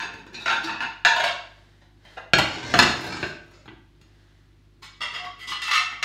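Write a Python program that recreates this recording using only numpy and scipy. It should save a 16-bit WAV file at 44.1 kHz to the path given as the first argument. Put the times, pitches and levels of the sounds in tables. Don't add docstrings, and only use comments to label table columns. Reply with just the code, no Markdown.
import sys
import numpy as np
from scipy import signal
from scipy.fft import rfft, irfft, next_fast_len
from scipy.io import wavfile
from scipy.ndimage import uniform_filter1d, map_coordinates

SR = 44100
rng = np.random.default_rng(int(sys.argv[2]) if len(sys.argv) > 2 else 0)


def dump_mix(stems):
    frames = np.atleast_2d(stems).T
    limited = np.clip(frames, -1, 1)
    pcm = np.round(limited * 32767).astype(np.int16)
    wavfile.write(sys.argv[1], SR, pcm)


N = 266628
LENGTH = 32768


def amp(db):
    return 10 ** (np.asarray(db) / 20)


def unit(x):
    return x / np.sqrt(np.mean(x ** 2) + 1e-20)


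def blow(x, size=1100):
    power = uniform_filter1d(x ** 2, size, mode="constant")
    return x / np.sqrt(np.max(power) + 1e-20)


def along(points, hz):
    f, v = np.transpose(points)
    return np.interp(np.log(hz + 1), np.log(f + 1), v)


def noise(spectrum, size):
    gain = amp(along(spectrum, np.fft.rfftfreq(size, 1 / SR)))
    return unit(irfft(rfft(rng.standard_normal(size)) * gain, size))


def add(track, s, sound):
    part = track[max(0, round(s * SR)):][:len(sound)]
    part += sound[:len(part)]


# pitch_hz [Hz], t60_s [s]
KITCHEN_T60 = [(80, 0.5), (300, .6), (1000, 0.5), (3000, 0.52), (7000, .46), (14000, 0.17)]


def kitchen(x, wet_db, build=0.001):
    hz, t, z = signal.stft(rng.standard_normal(LENGTH), SR, nperseg=256)
    decay = amp(-60 * t / along(KITCHEN_T60, hz)[:, None])
    tail = signal.istft(z * decay, SR, nperseg=256)[1]
    tail = tail * (1 - np.exp(-np.arange(len(tail)) / SR / build))
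    return x + amp(wet_db) * signal.fftconvolve(x, tail / np.linalg.norm(tail))[:len(x)]


def china(modes, crack, ring_t60, crack_t60, crack_db, scatter_db=3, detune=0.0011):
    t = np.arange(LENGTH // 2) / SR
    hz, db = np.transpose(modes)[:, :, None]
    strength, shift, phase = rng.standard_normal((3, len(modes), 1))
    t60 = ring_t60 / np.sqrt(hz / hz.mean())
    swing = np.sin(2 * np.pi * (hz * (1 + detune * shift) * t + phase))
    decay = np.exp(-np.log(1000) * t / t60)
    ring = np.sum(amp(db + scatter_db * strength) / np.sqrt(t60) * decay * swing, axis=0)
    burst = noise(crack, len(t)) * amp(-60 * t / crack_t60)
    return unit(ring) + amp(crack_db) * unit(burst)


def bounces(length, rebound=.6, count=6):
    force = np.zeros(LENGTH // 2)
    when, strength = rng.random(count), rng.standard_normal(count)
    force[(when * np.clip(length, 0, .2) * SR).astype(int)] = rebound * np.tanh(strength)
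    force[0] = 1
    return force


def scrape(length, slips_per_s=1500):
    u = np.arange(LENGTH // 2) / SR / max(length, 1 / SR)
    slips = (rng.random(len(u)) < slips_per_s / SR) * rng.standard_normal(len(u))
    return slips * u * np.exp(-u ** 2 / 2)


def chatter(rows, gap_s, contact_s, uneven=.08, count=5):
    fade_db, hold = 7, 3
    contacts = []
    for s, db, treble, lasts in rows:
        gaps = np.exp(uneven * rng.standard_normal(count - 1))
        ages = gap_s * np.append(0, np.cumsum(gaps))
        losses = fade_db * (ages / lasts) ** hold
        for age, loss in zip(ages, losses):
            if loss < 20:
                contacts.append((s + age, db - loss, treble, contact_s))
    return contacts


def clatter(contacts, force, touch, support, ring_db, treble_db, thud_db, wet_db, thud_grows=.45, thud_t60=0.11):
    track, t = np.zeros(N), np.arange(LENGTH) / SR
    body_band = signal.butter(4, [480, 3500], "bandpass", fs=SR, output="sos")
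    treble_band = signal.butter(4, 3500, "highpass", fs=SR, output="sos")
    for s, db, treble, length in contacts:
        ring = kitchen(signal.fftconvolve(force(length), touch()), wet_db)
        thud = kitchen(noise(support, LENGTH) * amp(-60 * t / thud_t60), wet_db)
        add(track, s, amp(db + ring_db) * blow(signal.sosfilt(body_band, ring)))
        add(track, s, amp(db + treble + treble_db) * blow(signal.sosfilt(treble_band, ring)))
        add(track, s, amp(thud_grows * db + thud_db) * blow(thud))
    return track


def swells(rows):
    t = np.arange(N) / SR
    return np.sqrt(sum(amp(db) ** 2 * np.exp(-((t - s) / half) ** 2) for s, half, db in rows))


# pitch_hz [Hz], level_db [dB rms]
HUM_PARTIALS = [(50, -57.5), (100, -60.5), (150, -69), (350, -74)]
# [dB per Hz, relative]
AIR_COLOUR = [(25, -14), (60, -5), (120, -8.5), (200, -11.5), (330, -9.5), (480, -25), (1400, -26.5),
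              (4000, -29.5), (8000, -42), (15800, -49.5)]
# middle_s [s], half_length_s [s], level_db [dB]
RUSTLES = [(1.6, 0.2, -62), (2.13, 0.069, -54.5), (4.25, 0.2, -65.5)]
# [dB per Hz, relative]
CLOTH_COLOUR = [(240, -40.5), (400, -8), (1370, -11.5), (1620, -5), (2040, -6.5), (2310, -17.5),
                (3000, -11), (4080, -12.5), (15800, -43)]


def background(air_db=-62):
    t = np.arange(N) / SR
    hum = np.zeros(N)
    for hz, db in HUM_PARTIALS:
        hum += amp(db) * np.sqrt(2) * np.sin(2 * np.pi * (hz * t + rng.random()))
    rustle = swells(RUSTLES) * noise(CLOTH_COLOUR, N)
    return hum + amp(air_db) * noise(AIR_COLOUR, N) + rustle


# start_s [s], level_db [dB], treble_db [dB re level], chatter_s [s]
LIFTED_KNOCKS = [(0.001, -20.5, -14.5, .03), (0.459, -14, -17, .07), (0.673, -20.5, -23.5, 0.051),
                 (0.805, -16.5, -22, .022), (1.049, -2.5, -15.5, .015)]
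# [dB, relative]
LIFTED_BENDING = [(699.8, -50.5), (909.8, -33.5), (1055, -46.5), (1378, -42.5), (1437, -39), (1550, -38),
                  (1766, -39.5), (2406, -56), (2665, -42.5), (3601, -49), (3801, -50), (4037, -53.5),
                  (4296, -58), (4377, -62), (4694, -56), (4936, -53), (6557, -42.5), (8473, -73)]
# [dB per Hz, relative]
LIFTED_WEAK = [(240, -54), (400, -28), (812, -4.5), (918, -0.5), (1270, -19), (1390, 3), (1810, -3.5),
               (2010, -16), (2610, -1), (3190, -22), (3610, -7), (6680, -20.5), (15800, -59.5)]
# [dB per Hz, relative]
RACK_THUD = [(40, -44), (100, -4.5), (170, -1), (300, 1), (420, -2), (800, -30), (2000, -78)]


def lifting():
    def touch():
        return china(LIFTED_BENDING, LIFTED_WEAK, ring_t60=0.11, crack_t60=.035, crack_db=3)
    knocks = chatter(LIFTED_KNOCKS, gap_s=.021, contact_s=.012)
    return clatter(knocks, bounces, touch, RACK_THUD, ring_db=-10.5, treble_db=-8.5, thud_db=-45,
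                   wet_db=2.5, thud_grows=.25)


def jostling(start_s=.02, end_s=0.74, level_db=-42, spread_db=2.5, count=11):
    def touch():
        return china(LIFTED_BENDING, LIFTED_WEAK, ring_t60=.06, crack_t60=.03, crack_db=5.5)
    times = start_s + (end_s - start_s) * (np.arange(count) + rng.random(count)) / count
    bumps = [(s, level_db + spread_db * rng.standard_normal(), -10, .012) for s in times]
    return clatter(bumps, bounces, touch, RACK_THUD, ring_db=-7.5, treble_db=-11, thud_db=-30, wet_db=2)


# start_s [s], pitch_hz [Hz], level_db [dB], length_s [s]
SQUEAK_NOTES = [(0.32, 1720, -52, 0.043), (0.366, 2590, -40.5, 0.049), (0.458, 1377, -22.5, 0.08),
                (0.632, 318, -35.5, 0.049), (5.183, 724, -39.5, 0.124), (5.766, 727, -45.5, 0.12)]


def squeaks(wander=0.016, count=24):
    track = np.zeros(N)
    for s, hz, db, length in SQUEAK_NOTES:
        u = np.minimum(np.arange(LENGTH) / SR / length, 1)
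        drift = np.interp(u, np.linspace(0, 1, count), rng.standard_normal(count))
        pitch = hz * (1 + wander * drift)
        note = np.sin(2 * np.pi * np.cumsum(pitch) / SR) * np.sin(np.pi * u)
        add(track, s, amp(db) * blow(kitchen(note, wet_db=-5.5)))
    return track


# start_s [s], level_db [dB], treble_db [dB re level], stroke_s [s]
GRAZES = [(0.328, -35.5, 3, 0.017), (0.375, -37, -2, 0.042), (0.63, -31, 2, .012)]
# [dB, relative]
WIRE_BENDING = [(1704, -10), (2450, -13), (3480, -5.5), (3800, 0), (4050, -7.5), (4480, -1), (4780, -7),
                (5750, -12), (6800, -8.5)]


def grazing():
    def touch():
        return china(WIRE_BENDING, LIFTED_WEAK, ring_t60=0.059, crack_t60=0.036, crack_db=2)
    return clatter(GRAZES, scrape, touch, RACK_THUD, ring_db=-7.0, treble_db=-8, thud_db=-37, wet_db=0.5)


# start_s [s], level_db [dB], treble_db [dB re level], chatter_s [s]
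SHIFTS = [(1.05, -13, -12, .015), (1.158, -15, -14, 0.072), (1.234, -15, -10, .04), (1.812, -51, -9.5, .02),
          (2.048, -44, -9, .02)]
# [dB per Hz, relative]
SHIFTED_WEAK = [(300, -20.5), (480, -13.5), (560, 1), (640, 3), (730, 3), (820, -8.5), (910, 4),
                (1220, -12.5), (1450, -0.5), (2500, -6), (4100, -9), (7000, -24), (15800, -63)]


def shifting():
    def touch():
        return china(LIFTED_BENDING, SHIFTED_WEAK, ring_t60=.04, crack_t60=.05, crack_db=10)
    knocks = chatter(SHIFTS, gap_s=.039, contact_s=0.0053, uneven=.03)
    return clatter(knocks, scrape, touch, RACK_THUD, ring_db=-8.5, treble_db=-8.5, thud_db=-43, wet_db=3)


# [dB per Hz, relative]
NUDGE_COLOUR = [(88, -63), (150, -34.5), (885, 0), (1130, -17), (1850, -11.5), (2250, -24.5), (2820, -14),
                (3030, -22), (10000, -53.5), (13000, -82), (22000, -120)]


def nudging(start_s=2.162, level_db=-35, length=.011, t60=.04, attack_s=0.0017):
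    t = np.arange(LENGTH // 2) / SR
    response = noise(NUDGE_COLOUR, len(t)) * amp(-60 * t / t60) * (1 - np.exp(-t / attack_s))
    bump = signal.fftconvolve(scrape(length), response)
    track = np.zeros(N)
    add(track, start_s, amp(level_db) * blow(kitchen(bump, wet_db=-1)))
    return track


# start_s [s], level_db [dB], treble_db [dB re level], chatter_s [s]
LANDINGS = [(2.3345, -5, -9.5, .015), (2.385, -10, -9, .016), (2.7395, -8, -14.5, .012),
            (2.7895, -3.5, -5.5, .033), (3.228, -18, -23, .015), (3.657, -44.5, -15, .01),
            (3.679, -36, -35, .01), (4.014, -56.5, 2.5, .01)]
# [dB, relative]
STACKED_BENDING = [(737.5, -33), (1163, -32), (1389, -44.5), (1459, -35), (1572, -33.5), (1986, -35.5),
                   (2320, -52.5), (2487, -72.5), (2649, -41.5), (3079, -54.5), (3391, -39.5), (3725, -43.5),
                   (3838, -46), (4258, -33.5), (4721, -58.5), (4996, -47.5), (5093, -36.5), (6465, -55.5),
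                   (6659, -41), (8064, -62.5)]
# [dB per Hz, relative]
STACKED_WEAK = [(180, -44), (300, -6), (927, -0.5), (1170, -10), (1270, -0.5), (2720, -5), (3210, -11.5),
                (4190, -9.5), (5840, -19.5), (6670, -19), (9140, -35.5), (14800, -53.5), (15800, -46.5)]
# [dB per Hz, relative]
WORKTOP_THUD = [(25, -31), (50, -2), (80, 7.5), (160, 2.5), (230, 0), (350, 7), (480, -10.5), (800, -32.5),
                (2000, -74)]


def stacking():
    def touch():
        return china(STACKED_BENDING, STACKED_WEAK, ring_t60=0.055, crack_t60=0.029, crack_db=6.5)
    knocks = chatter(LANDINGS, gap_s=.034, contact_s=.012)
    return clatter(knocks, bounces, touch, WORKTOP_THUD, ring_db=-9.0, treble_db=-8.5, thud_db=-20.5,
                   wet_db=-1.5, thud_grows=0.68)


# [dB, relative]
FREE_BENDING = [(1502, -54.5), (2126, -52), (2896, -53.5), (3644, -56.5), (4393, -55), (5593, -62)]


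def ringing(start_s=2.335, hold_s=.44, fade_db_per_s=22, level_db=9, damped_s=.03, beats_per_s=22):
    t = np.arange(LENGTH) / SR
    hz, db = np.transpose(FREE_BENDING)[:, :, None]
    knots = rng.standard_normal((len(hz), 2, 64))
    sway = np.array([[map_coordinates(k, [t * beats_per_s], mode="mirror") for k in pair] for pair in knots])
    swing = sway[:, 0] * np.cos(2 * np.pi * hz * t) + sway[:, 1] * np.sin(2 * np.pi * hz * t)
    ring = np.sum(amp(db) * swing, axis=0)
    envelope = amp(level_db - fade_db_per_s * t) * np.exp(-np.maximum(t - hold_s, 0) / damped_s)
    track = np.zeros(N)
    add(track, start_s, ring * envelope)
    return track


# middle_s [s], half_length_s [s], level_db [dB]
PUSHES = [(2.53, .07, -37.5), (2.78, 0.14, -29.5), (3.1, .1, -32), (3.541, .08, -53.5)]


def sliding(slips_per_s=300, judder_db=-4, count=16):
    slips = (rng.random(N) < slips_per_s / SR) * rng.standard_normal(N)
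    ring = np.zeros(N)
    first_s = PUSHES[0][0] - 2 * PUSHES[0][1]
    last_s = PUSHES[-1][0] + 2 * PUSHES[-1][1]
    spots = np.linspace(first_s, last_s, count)
    for start, end in zip(spots, spots[1:]):
        touch = china(STACKED_BENDING, STACKED_WEAK, ring_t60=0.3, crack_t60=.04, crack_db=9)
        add(ring, start, signal.fftconvolve(slips[round(start * SR):round(end * SR)], touch))
    grit = signal.sosfilt(signal.butter(2, 3500, "highpass", fs=SR, output="sos"), ring)
    judder = amp(judder_db) * noise(WORKTOP_THUD, N)
    foot = blow(ring, size=SR) + amp(-11.5) * blow(grit, size=SR) + judder
    return amp(-7.0) * kitchen(swells(PUSHES) * foot, wet_db=2.0)


# start_s [s], level_db [dB], treble_db [dB re level], stroke_s [s]
DRAGS = [(4.817, -37, -4.5, 0.017), (5.0, -20.5, -10, .02), (5.126, -24, -11.5, 0.023),
         (5.225, -27.5, -16.5, .016), (5.38, -31.5, -10, 0.029), (5.467, -27.5, -2.5, 0.02),
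         (5.51, -21, -14, 0.011), (5.615, -32, 2.5, 0.0069), (5.91, -27.5, -25, 0.011)]
# [dB, relative]
DRAGGED_BENDING = [(1130, -1), (1260, -15.5), (1990, 2), (2130, -7), (2720, -8), (3240, -4), (3650, -11),
                   (4900, -11.5), (5250, -11.5), (6900, -16.5), (8500, -24), (12000, -29)]
# [dB per Hz, relative]
RATTLED_WEAK = [(290, -58), (500, -45.5), (707, -19), (817, -20.5), (1260, 2), (1660, -13.5), (2060, 2),
                (2520, -16.5), (2750, -6), (2910, -8), (4120, -12.5), (15800, -48)]


def dragging():
    def touch():
        return china(DRAGGED_BENDING, RATTLED_WEAK, ring_t60=0.07, crack_t60=0.028, crack_db=0)
    return clatter(DRAGS, scrape, touch, RACK_THUD, ring_db=-9, treble_db=-6, thud_db=-44.5, wet_db=3)


# start_s [s], level_db [dB], treble_db [dB re level], chatter_s [s]
RATTLES = [(5.618, -22.5, -7, .07), (5.681, -14, -17, .012), (5.712, -8, -12.5, 0.066),
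           (6.027, -9, -11, .02)]
# [dB, relative]
RATTLED_BENDING = [(1254, -37), (1297, -36.5), (1803, -36), (2159, -42), (2353, -53), (2670, -36),
                   (3133, -60), (4097, -45), (5286, -59.5), (5609, -49), (6336, -60), (6632, -50),
                   (7935, -68), (8958, -71)]


def rattling():
    def touch():
        return china(RATTLED_BENDING, RATTLED_WEAK, ring_t60=0.093, crack_t60=0.12, crack_db=1.5)
    knocks = chatter(RATTLES, gap_s=.023, contact_s=.018)
    return clatter(knocks, bounces, touch, RACK_THUD, ring_db=-14.0, treble_db=-9.5, thud_db=-64, wet_db=0)


def scene():
    rack = lifting() + jostling() + squeaks() + grazing() + dragging() + rattling()
    pile = shifting() + nudging() + stacking() + ringing() + sliding()
    return (rack + pile + background())[None]


def record(dry, top_hz=15850):
    lean = signal.sosfilt(signal.butter(5, 46, "highpass", fs=SR, output="sos"), dry)
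    held = lean / (1 + np.abs(lean) ** 6) ** (1 / 6)
    size = next_fast_len(N + SR // 2)
    passed = 1 / (1 + (np.fft.rfftfreq(size, 1 / SR) / top_hz) ** 120)
    return irfft(rfft(held, size) * passed, size)[..., :N]


dry = scene()
out = record(dry)
dump_mix(out)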